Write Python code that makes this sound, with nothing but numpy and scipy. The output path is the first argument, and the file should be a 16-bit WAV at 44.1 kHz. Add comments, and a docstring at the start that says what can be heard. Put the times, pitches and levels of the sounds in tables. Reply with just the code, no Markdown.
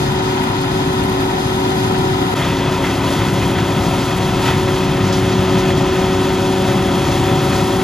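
"""A dense, humming, hissing roar: a forage harvester chops rice straw into a trailer that a tractor pulls.
One diesel drives chopper drum and fan, so their hums, sums of sines on one crank angle, rise and sag together.
Exhaust rumble, machine roar and rattle, and straw hiss are bands of shaped noise that throb, clump and swell.
At 2.34 s the listening place jumps nearer and more head-on; the sound starts low, then rises within 20 ms.
The machines then roll past."""
import sys
import numpy as np
from scipy import signal
from scipy.fft import rfft, irfft, next_fast_len
from scipy.io import wavfile
from scipy.ndimage import map_coordinates

SR = 44100
rng = np.random.default_rng(int(sys.argv[2]) if len(sys.argv) > 2 else 0)


def dump(signal):
    """Clip the signal to [-1, 1] and save it as 16-bit WAV at the path in sys.argv[1]."""
    limited = np.clip(np.atleast_2d(signal).T, -1, 1)
    pcm = np.round(limited * 32767).astype(np.int16)
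    wavfile.write(sys.argv[1], SR, pcm)


N = 345303

# Engine speed, sagging under load and recovering. Each row: time in seconds, crank turns per second.
CRANK_SPEED = [(0, 34.09), (0.9, 34.21), (2.33, 34.21), (2.37, 33.82), (2.55, 33.85), (2.9, 34.0),
               (3.2, 34.0), (3.7, 34.19), (4.25, 34.14), (4.5, 34.07), (5.5, 34.04), (7.1, 34.38),
               (7.83, 34.36)]
# Steady partials of drum, fan and engine. Each row: multiple of the knife, blade or crank rate,
# level in dB from afar, level in dB approaching the near place, level in dB abreast of it.
DRUM_PARTIALS = [(3, -33.5, -39, -39), (5, -38, -35.5, -36.5), (6, -49, -50, -47), (7, -44, -45, -44),
                 (8, -49, -48, -48)]
FAN_PARTIALS = [(1, -28.5, -26.5, -27.5), (1.5, -40, -38.5, -45), (2, -40.5, -35.5, -29.5),
                (3, -47, -46, -42)]
ENGINE_PARTIALS = [(1, -45, -44, -43), (2, -41, -41, -40), (3, -38, -35, -33.5), (4, -36, -33, -34.5),
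                   (20, -44, -38, -37.5), (27, -45, -46, -49), (28, -43, -44, -47), (29, -41, -47, -46),
                   (30, -40.5, -38, -37), (32, -49, -50, -46), (33, -52, -48, -45), (44, -51, -47, -45)]
# Whines of gears, belts and chains. Each row: multiple of the crank rate,
# level in dB from afar, level in dB approaching, level in dB abreast.
GEAR_WHINES = [(29.21, -49, -40, -45), (36.4, -49, -46, -41), (37.68, -48, -45, -48),
               (40.44, -48, -46, -45), (54.1, -52, -54, -46.5), (59.1, -54, -45.5, -53),
               (61.1, -50, -45.5, -53), (73.8, -57, -49, -48), (90.65, -62, -51, -49.5),
               (94.6, -52, -47, -45.5), (95.9, -52, -48, -47.5), (96.75, -62, -56, -46),
               (98.75, -58, -49, -47.5), (101.95, -55, -46, -46.5)]
# The leading hums: the drum's low thrum that comes and goes (once the knife rate), its main hum (twice),
# the whine an octave above that, and the diesel's strongest hum (ten times the crank rate).
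# Each row: time in seconds, level in dB.
DRUM_THRUM = [(0, -41), (1.35, -39), (1.7, -26), (2.05, -28), (2.35, -30), (2.95, -39), (3.3, -33),
              (3.6, -32), (4.0, -35), (4.5, -39), (4.75, -35), (5.1, -25), (5.45, -25), (5.75, -28),
              (6.35, -27.5), (6.7, -21.5), (7.0, -24.5), (7.3, -38), (7.55, -28), (7.83, -34)]
DRUM_MAIN_HUM = [(0, -24.5), (0.4, -22.5), (0.55, -25.5), (0.8, -22.7), (1.27, -22.5), (1.43, -25),
                 (1.6, -22), (2.2, -22), (2.38, -27.5), (2.6, -22), (2.95, -26), (3.45, -24.5),
                 (4.0, -26.5), (4.4, -23.5), (4.75, -20.5), (4.95, -23), (5.25, -20.5), (5.6, -19),
                 (6.1, -19), (6.9, -22), (7.1, -26), (7.3, -21), (7.5, -23.5), (7.8, -20.5)]
DRUM_WHINE = [(0, -31), (0.6, -35.5), (1.6, -32), (1.9, -29), (2.28, -29), (2.42, -37), (3.1, -36),
              (3.6, -32), (4.3, -33.5), (4.85, -36), (5.15, -33), (5.45, -34.5), (5.9, -30.5), (6.2, -32.5),
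              (6.6, -28.5), (7.05, -29), (7.25, -26.5), (7.8, -28)]
DIESEL_HUM = [(0, -41), (0.7, -35), (1.1, -41), (1.5, -35), (1.9, -38), (2.17, -27), (2.45, -33.5),
              (3.4, -25.5), (3.65, -29), (4.0, -28.5), (5.1, -30), (5.6, -26), (6.1, -28), (7.0, -24.5),
              (7.4, -24.5), (7.8, -29)]
# Exhaust boom, swelling as the engines take up load. Each row: time in seconds, level in dB.
EXHAUST_BOOM = [(0, -18), (0.35, -22), (0.7, -19.5), (1.0, -20.5), (1.55, -20.5), (2.05, -19),
                (2.45, -21.5), (2.9, -21), (3.35, -17.5), (3.85, -17.5), (4.03, -22), (4.5, -17),
                (4.8, -20), (5.1, -18), (5.5, -17), (5.95, -18), (6.3, -21), (6.6, -21), (7.25, -17.5),
                (7.75, -20)]
# Drone of the bodywork above the boom: level in dB from afar, approaching, abreast.
BODY_DRONE = (-21, -19.5, -19)
# Broad colour of the noise. Each row: frequency in Hz, far density in dB per Hz, near density in dB per Hz
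# (only relative within a band: each band is levelled afterwards).
TIMBRE = [(22, -34.2, -32.9), (40, -15, -14.5), (70.5, -12.5, -5.5), (134, -1.5, 0.0), (250, -6, -6),
          (376, -12, -12), (474, -18.5, -16), (984, -20.5, -19.5), (1550, -25, -28.5), (2700, -30.5, -34),
          (4330, -31, -29), (7300, -39, -33.5), (11180, -38, -36), (15100, -57.5, -52.5)]
# Resonances of housing and spout. Each row: centre in Hz, width in Hz, far boost in dB, near boost in dB.
HOUSING = [(556, 42, 1.5, 4), (732, 205, 6, 2.5), (955, 167, 9, 6.5), (1300, 250, 7, 7),
           (1494, 45, 8.5, 4.5), (1936, 760, 6, 10), (2610, 390, 3, 7), (3225, 930, 10, 11.5),
           (2520, 160, -0.5, 2.5), (3670, 94, 2, 1.5), (4160, 150, 4, 0), (5050, 210, 7.5, 0.6),
           (5940, 180, 4.5, -0.5), (6500, 400, 5.5, 2.5), (6870, 180, 4, 1), (9880, 140, 11, 8)]
# Bands that the ground reflection cancels. Each row: centre in Hz, width in Hz, far gain in dB, near gain in dB.
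GROUND_DIPS = [(82.4, 16, -1, -3.5), (197, 9, -9, -1), (630, 39, -2, 0), (1150, 95, -3, -3),
               (1590, 81, 0, -1), (2360, 140, -0.5, -1), (3070, 130, -0.5, -1.5), (5500, 310, -8, 0)]
# How the sound spreads over left and right in each listening place. Each row: frequency in Hz, left over right
# in dB, lead of the left in radians, likeness of the two # sides from 0 to 1.
STEREO_FAR = [(34, 1.3, 0.1, 1), (200, 3, 0.3, 1), (378, -1.3, 0.44, 1), (450, -6, 1.2, 0.92),
              (584, 5, 2.38, 0.93), (693, 15, 4.3, 0.83), (930, 3, 7.4, 0.95), (1100, -0.5, 8.3, 0.8),
              (1350, 12, 10.6, 0.17), (1540, -4, 8.9, 0.66), (1820, 0, 11.6, 0.67), (2050, 5, 13.4, 0.3),
              (2460, -6, 18.2, 0.56), (2590, -0.5, 20.9, 0.9), (3450, 4.5, 22.4, 0.62),
              (3820, 3.5, 26.5, 0.17), (5000, 5.5, 31.7, 0.36), (5800, 5.5, 32.9, 0.2), (7900, 3, 35, 0.05),
              (9400, 0, 34.6, 1), (10500, 0, 33.5, 0.76), (12600, 0, 31.5, 1)]
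STEREO_NEAR = [(34, 0.7, 0.05, 0.98), (200, 1.65, 0.15, 0.99), (397, 0.3, 0.26, 0.98), (510, 0.5, 1, 0.94),
               (610, 5.5, 0.6, 1), (690, 8, 0.3, 0.97), (900, 3.2, 0.4, 0.98), (1040, 4, 0.8, 0.97),
               (1140, 7, 0.1, 0.87), (1300, 2, 0.23, 0.99), (1600, 3.5, 0, 0.95), (1850, -0.5, 0, 1),
               (2320, 0, 0.12, 0.99), (2900, 0.2, 0.66, 0.95), (5300, 0, 0.5, 0.9),
               (5660, -0.5, -1.5, 0.82), (6600, 0.5, -0.55, 0.8), (8680, -1, -3, 1),
               (12000, 0.5, -5.2, 0.8), (13000, 0, -7, 1)]
# Steady flow of crop, heard as roar and as hiss: level in dB from afar, approaching, abreast.
ROAR_FLOW = (-26, -24.5, -24.5)
HISS_FLOW = (-36.5, -34.5, -34)
# Uneven flow of crop: most rows swell roar and hiss; the first swells the hiss while the roar sinks,
# and at 2.64 s a thin patch lets only the hiss sink.
# Each row: middle in seconds, half length in seconds, change of roar in dB, change of hiss in dB.
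WADS = [(0.015, 0.033, -1.5, 4.5), (2.455, 0.14, 3, 0.5), (2.64, 0.053, 0.3, -2), (2.85, 0.035, 1, 1),
        (3.6, 0.03, 0.5, 0), (3.95, 0.05, 1.5, 1.5), (3.11, 0.11, 2, 1.5), (4.424, 0.084, 1.8, 1),
        (4.477, 0.036, 5, 4), (5.6, .14, 2, 1.5), (7.197, .16, 1, 2), (7.564, 0.088, 1, 1.5)]
# Finest spray of chaff, the top treble. Each row: time in seconds, level in dB against the rest of the hiss.
SPRAY = [(0, -2), (0.25, -1.5), (1.1, 0.5), (1.6, 1), (2.18, -1), (2.3, 1.5), (2.6, -1), (3.4, 0),
         (4.4, 0.5), (5.14, -2), (5.9, -2), (6.3, -0.5), (7.0, 0.5), (7.4, 1), (7.83, 1)]
# Hard stalks that tick against the spout. Each row: start in seconds, level in dB over the finest spray.
STALKS = [(.119, 6), (.437, 5), (.518, 9.5), (.614, 7), (1.037, 7), (1.095, 8), (3.477, 5), (5.126, 3),
          (6.620, 8.5)]
# Lumps that knock through the chopper housing. Each row: start in seconds, decay in seconds,
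# level in dB over the rattle, level in dB over the hiss.
KNOCKS = [(1.943, .011, 0, -20), (2.838, .028, 0.5, -14), (3.210, .012, 2, -20), (3.417, .01, -0.5, -20),
          (3.583, .018, 0.5, -16), (4.111, .009, 0, -20), (4.423, .012, -7, -7), (4.453, .014, -5, -7),
          (4.476, .018, -4, -7), (4.502, .016, -2, -8), (4.679, .01, 1, -20), (5.126, .032, -16, 4.5),
          (6.714, .01, -4, -20)]

KNIVES_PER_TURN, BLADES_PER_TURN = 5.4986, 8.1471   # per crank turn
ABREAST_S, PASSING_S = 4.8, 1   # when the machines come abreast of the near place, and how gradually
JUMP_S, HOLD_S, RISE_S, START_GAIN = 2.343, 0.007, 0.011, 0.38   # jump to the near place, and its low start


def from_db(db):
    """Decibels to gain."""
    return 10 ** (np.asarray(db) / 20)


def rms(x):
    """Root mean square."""
    return np.sqrt(np.mean(x ** 2) + 1e-20)


def seconds():
    """Time of every sample."""
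    return np.arange(N) / SR


def in_time(rows):
    """A (time, value) curve, one value a sample."""
    s, values = np.transpose(rows)
    return np.interp(seconds(), s, values)


def at_hz(points, hz, axis):
    """One column of a spectrum, read on a log-frequency axis."""
    points = np.array(points, float)
    return np.interp(np.log(hz), np.log(np.maximum(points[:, 0], 1)), points[:, axis])


def bins():
    """Frequency in Hz of every bin of the filter grid."""
    size = next_fast_len(N, True)
    return np.maximum(np.arange(size // 2 + 1) * SR / size, 1)


def filtered(x, response):
    """Pass x through a frequency response."""
    size = next_fast_len(N, True)
    return irfft(rfft(x, size) * response, size)[..., :N]


def low_share(edge_hz):
    """Steep low-pass response whose gain is one half at the edge."""
    return 1 / (1 + (bins() / edge_hz) ** 12)


def crossover(x, edge_hz):
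    """The parts of a sound below and above a frequency."""
    low = filtered(x, low_share(edge_hz))
    return low, x - low


def drift(rate):
    """Slow random wander of rms 1 that changes about rate times a second."""
    step = 40   # samples between the points that are drawn
    r = np.exp(-2 * np.pi * rate * step / SR)
    settle = 2000   # first points, dropped while the filter settles
    noise = rng.standard_normal(N // step + settle + 2)
    slow = signal.lfilter([1], [1, -2 * r, r * r], noise)[settle:]
    return np.interp(np.arange(N) / step, np.arange(len(slow)), slow / rms(slow))


def approach(far_db, near_db, abreast_db):
    """Level of a source: steady from afar, then easing to a new level as the machines come abreast."""
    t = seconds()
    passed = .5 + .5 * np.tanh((t - ABREAST_S) / PASSING_S)
    return np.where(t < JUMP_S, far_db, near_db + (abreast_db - near_db) * passed)


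def nearing(partials):
    """Each partial with its level along the approach."""
    return [(multiple, approach(*levels)) for multiple, *levels in partials]


def crank_angle(flutter):
    """Running angle of the crank in radians, its speed fluttering by a small share."""
    turns_per_s = in_time(CRANK_SPEED)
    return 2 * np.pi * np.cumsum(turns_per_s * (1 + flutter * drift(7.84))) / SR


def hum(turn, partials, waver_db):
    """Harmonics of a rotor, each wavering in level on its way over the field."""
    total = 0
    for multiple, db in partials:
        gain = np.sqrt(2) * from_db(db + waver_db * drift(1.45))
        total = total + gain * np.sin(multiple * turn + rng.uniform(0, 2 * np.pi))
    return total


def whines(crank):
    """Gear, belt and chain whines: each slips a little in pitch and flickers in level."""
    slip_radians, flicker_db = 0.8, 2.2
    total = 0
    for multiple, db in nearing(GEAR_WHINES):
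        gain = np.sqrt(2) * from_db(db + flicker_db * drift(3.3))
        phase = slip_radians * drift(2.0) + rng.uniform(0, 2 * np.pi)
        total = total + gain * np.sin(multiple * crank + phase)
    return total


def rotors(crank):
    """Clean hums of chopper drum, cooling fan and diesel, all geared to the crank."""
    knives, blades = KNIVES_PER_TURN * crank, BLADES_PER_TURN * crank
    drum_lead = [(1, in_time(DRUM_THRUM)), (2, in_time(DRUM_MAIN_HUM)), (4, in_time(DRUM_WHINE))]
    leading = hum(knives, drum_lead, waver_db=.2) + hum(crank, [(10, in_time(DIESEL_HUM))], waver_db=.3)
    drum = hum(knives, nearing(DRUM_PARTIALS), waver_db=1.0)
    fan = hum(blades, nearing(FAN_PARTIALS), waver_db=0.94)
    engine = hum(crank, nearing(ENGINE_PARTIALS), waver_db=1.5)
    return leading + drum + fan + engine + whines(crank)


def stereo(pair):
    """Left and right response to sound straight from the machines."""
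    balance_db, lead = at_hz(pair, bins(), axis=1), at_hz(pair, bins(), axis=2)
    half = from_db(balance_db / 2) * np.exp(.5j * lead)
    both = np.array([half, 1 / half])
    return both / np.sqrt(np.mean(np.abs(both) ** 2, axis=0))


def clatter(crank, repeat_share):
    """White noise of which a part repeats every two crank turns, as valves and injectors do."""
    size = 2560   # points in one cycle
    cycle = rng.standard_normal(size)
    place = crank / (2 * 2 * np.pi) % 1 * size
    repeating = map_coordinates(cycle, [place], order=1, mode="grid-wrap")
    return np.sqrt(repeat_share) * repeating + np.sqrt(1 - repeat_share) * rng.standard_normal(N)


def turbulence(pair, crank, axis):
    """Stereo noise coloured by housing and ground: a direct part and a part scattered by the field."""
    hz = bins()
    colour_db = at_hz(TIMBRE, hz, axis=axis)
    for row in list(HOUSING) + list(GROUND_DIPS):
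        centre_hz, width_hz = row[:2]
        colour_db = colour_db + row[axis + 1] / (1 + (2 * (hz - centre_hz) / width_hz) ** 2)
    alike = np.clip(at_hz(pair, hz, axis=3), 0, 1)
    response = from_db(colour_db) * stereo(pair)
    direct = filtered(clatter(crank, repeat_share=0.11), response * np.sqrt(alike))
    scattered = filtered(rng.standard_normal((2, N)), response * np.sqrt(1 - alike))
    return direct + scattered


def split(noise, low_hz, high_hz):
    """Bass, middle and treble of a noise, each of rms 1 in the centre."""
    bass, lower = low_share(low_hz), low_share(high_hz)
    parts = [filtered(noise, share) for share in (bass, lower - bass, 1 - lower)]
    return [part / rms(part.mean(axis=0)) for part in parts]


def exhaust(rumble, crank):
    """Exhaust boom and bodywork drone, throbbing gently at half, one and two times the crank rate."""
    boom, body = crossover(rumble, edge_hz=215)
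    throb = 1 + 0.084 * np.cos(crank / 2) + .08 * np.cos(crank) + 0.057 * np.cos(2 * crank)
    return (from_db(in_time(EXHAUST_BOOM)) * boom + from_db(approach(*BODY_DRONE)) * body) * throb


def feed():
    """Levels in dB of chopper and hiss: each wad or thin patch of crop smoothly bends the steady flow."""
    t = seconds()
    chopper_db = approach(*ROAR_FLOW)
    hiss_db = approach(*HISS_FLOW) + 0.43 * drift(8.2)
    for middle_s, half_s, roar_change_db, hiss_change_db in WADS:
        bump = np.exp(-((t - middle_s) / half_s) ** 2)
        chopper_db = chopper_db + roar_change_db * bump
        hiss_db = hiss_db + hiss_change_db * bump
    return chopper_db, hiss_db


def chopper(middle, crank, chopper_db, rattle_gain):
    """Roar that beats with the knives, under the rattle and rasp of straw in the housing."""
    roar, rattle = crossover(middle, edge_hz=1300)
    rattle, rasp = crossover(rattle, edge_hz=2500)
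    follows = 0.89   # share of a wad's level change that reaches the roar below the rattle
    roar_db = follows * chopper_db + (1 - follows) * approach(*ROAR_FLOW)
    # each knife, and each pair of strokes
    beat = 1 + 0.088 * np.cos(KNIVES_PER_TURN * crank) + 0.054 * np.cos(2 * crank)
    low = from_db(roar_db + 0.6 * drift(5)) * roar * beat
    high = rattle * rattle_gain + rasp * np.sqrt(rattle_gain)
    return low + from_db(chopper_db) * high


def chaff(treble, hiss_db, hiss_gain, spray_gain):
    """Hiss of chopped straw and, above it, the finest spray."""
    hiss, spray = crossover(treble, edge_hz=7400)
    return from_db(hiss_db) * (hiss * hiss_gain + spray * spray_gain)


def grains(clump_db, grain_db):
    """Gain of a stream of tiny impacts that come in clumps; rms 1."""
    flow = from_db(clump_db * drift(15) + grain_db * drift(160))
    return flow / rms(flow)


def strikes(blows):
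    """Extra gain from blows (start s, decay s, dB): each jumps up and dies away."""
    t, gain = seconds(), np.zeros(N)
    for start_s, decay_s, db in blows:
        after = (t >= start_s) & (t < start_s + 10 * decay_s)
        gain[after] += from_db(db) * np.exp((start_s - t[after]) / decay_s)
    return gain


def straw():
    """Gains of rattle, hiss and spray: straw flies in clumps, hard stalks tick, lumps knock in the housing."""
    tick_s = .002   # decay of a stalk's tick
    ticks = strikes([(s, tick_s, db) for s, db in STALKS])
    rattle_knocks = strikes([(s, decay_s, db) for s, decay_s, db, _ in KNOCKS])
    hiss_knocks = strikes([(s, decay_s, db) for s, decay_s, _, db in KNOCKS])
    rattle = grains(clump_db=.8, grain_db=1.2) + rattle_knocks
    hiss = grains(clump_db=1.0, grain_db=.5) + hiss_knocks
    fine = np.sqrt(hiss) * grains(clump_db=0.94, grain_db=0.8)
    spray = from_db(in_time(SPRAY)) * (fine + ticks)
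    return rattle, hiss, spray


def machinery(pair, crank, crop, axis):
    """All the noisy sources from one place: one coloured noise split into exhaust, chopper and chaff."""
    rumble, middle, treble = split(turbulence(pair, crank, axis=axis), low_hz=435, high_hz=3830)
    chopper_db, hiss_db = feed()
    rattle_gain, hiss_gain, spray_gain = crop
    chopping = chopper(middle, crank, chopper_db, rattle_gain)
    return exhaust(rumble, crank) + chopping + chaff(treble, hiss_db, hiss_gain, spray_gain)


def scene():
    """The same machines from two places: a jump to the near one, which starts low and quickly rises."""
    crank = crank_angle(flutter=.0002)
    tones, crop = rotors(crank), straw()
    far = machinery(STEREO_FAR, crank, crop, axis=1) + filtered(tones, stereo(STEREO_FAR))
    near = machinery(STEREO_NEAR, crank, crop, axis=2) + filtered(tones, stereo(STEREO_NEAR))
    # the far place ends within a millisecond; the near one holds low, then comes up
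    since_jump = seconds() - JUMP_S
    fade_out = np.clip(-since_jump / .001, 0, 1)
    rise = np.clip((since_jump - HOLD_S) / RISE_S, 0, 1)
    fade_in = (START_GAIN + (1 - START_GAIN) * rise) * (1 - fade_out)
    return far * fade_out + near * fade_in


def record(dry):
    """Cut the deepest bass below 30 Hz and the top above 15.1 kHz."""
    dry = signal.sosfilt(signal.butter(8, 30, "high", fs=SR, output="sos"), dry)
    return signal.sosfilt(signal.ellip(10, .1, 90, 15100, fs=SR, output="sos"), dry)


dry = scene()
out = record(dry)
dump(out)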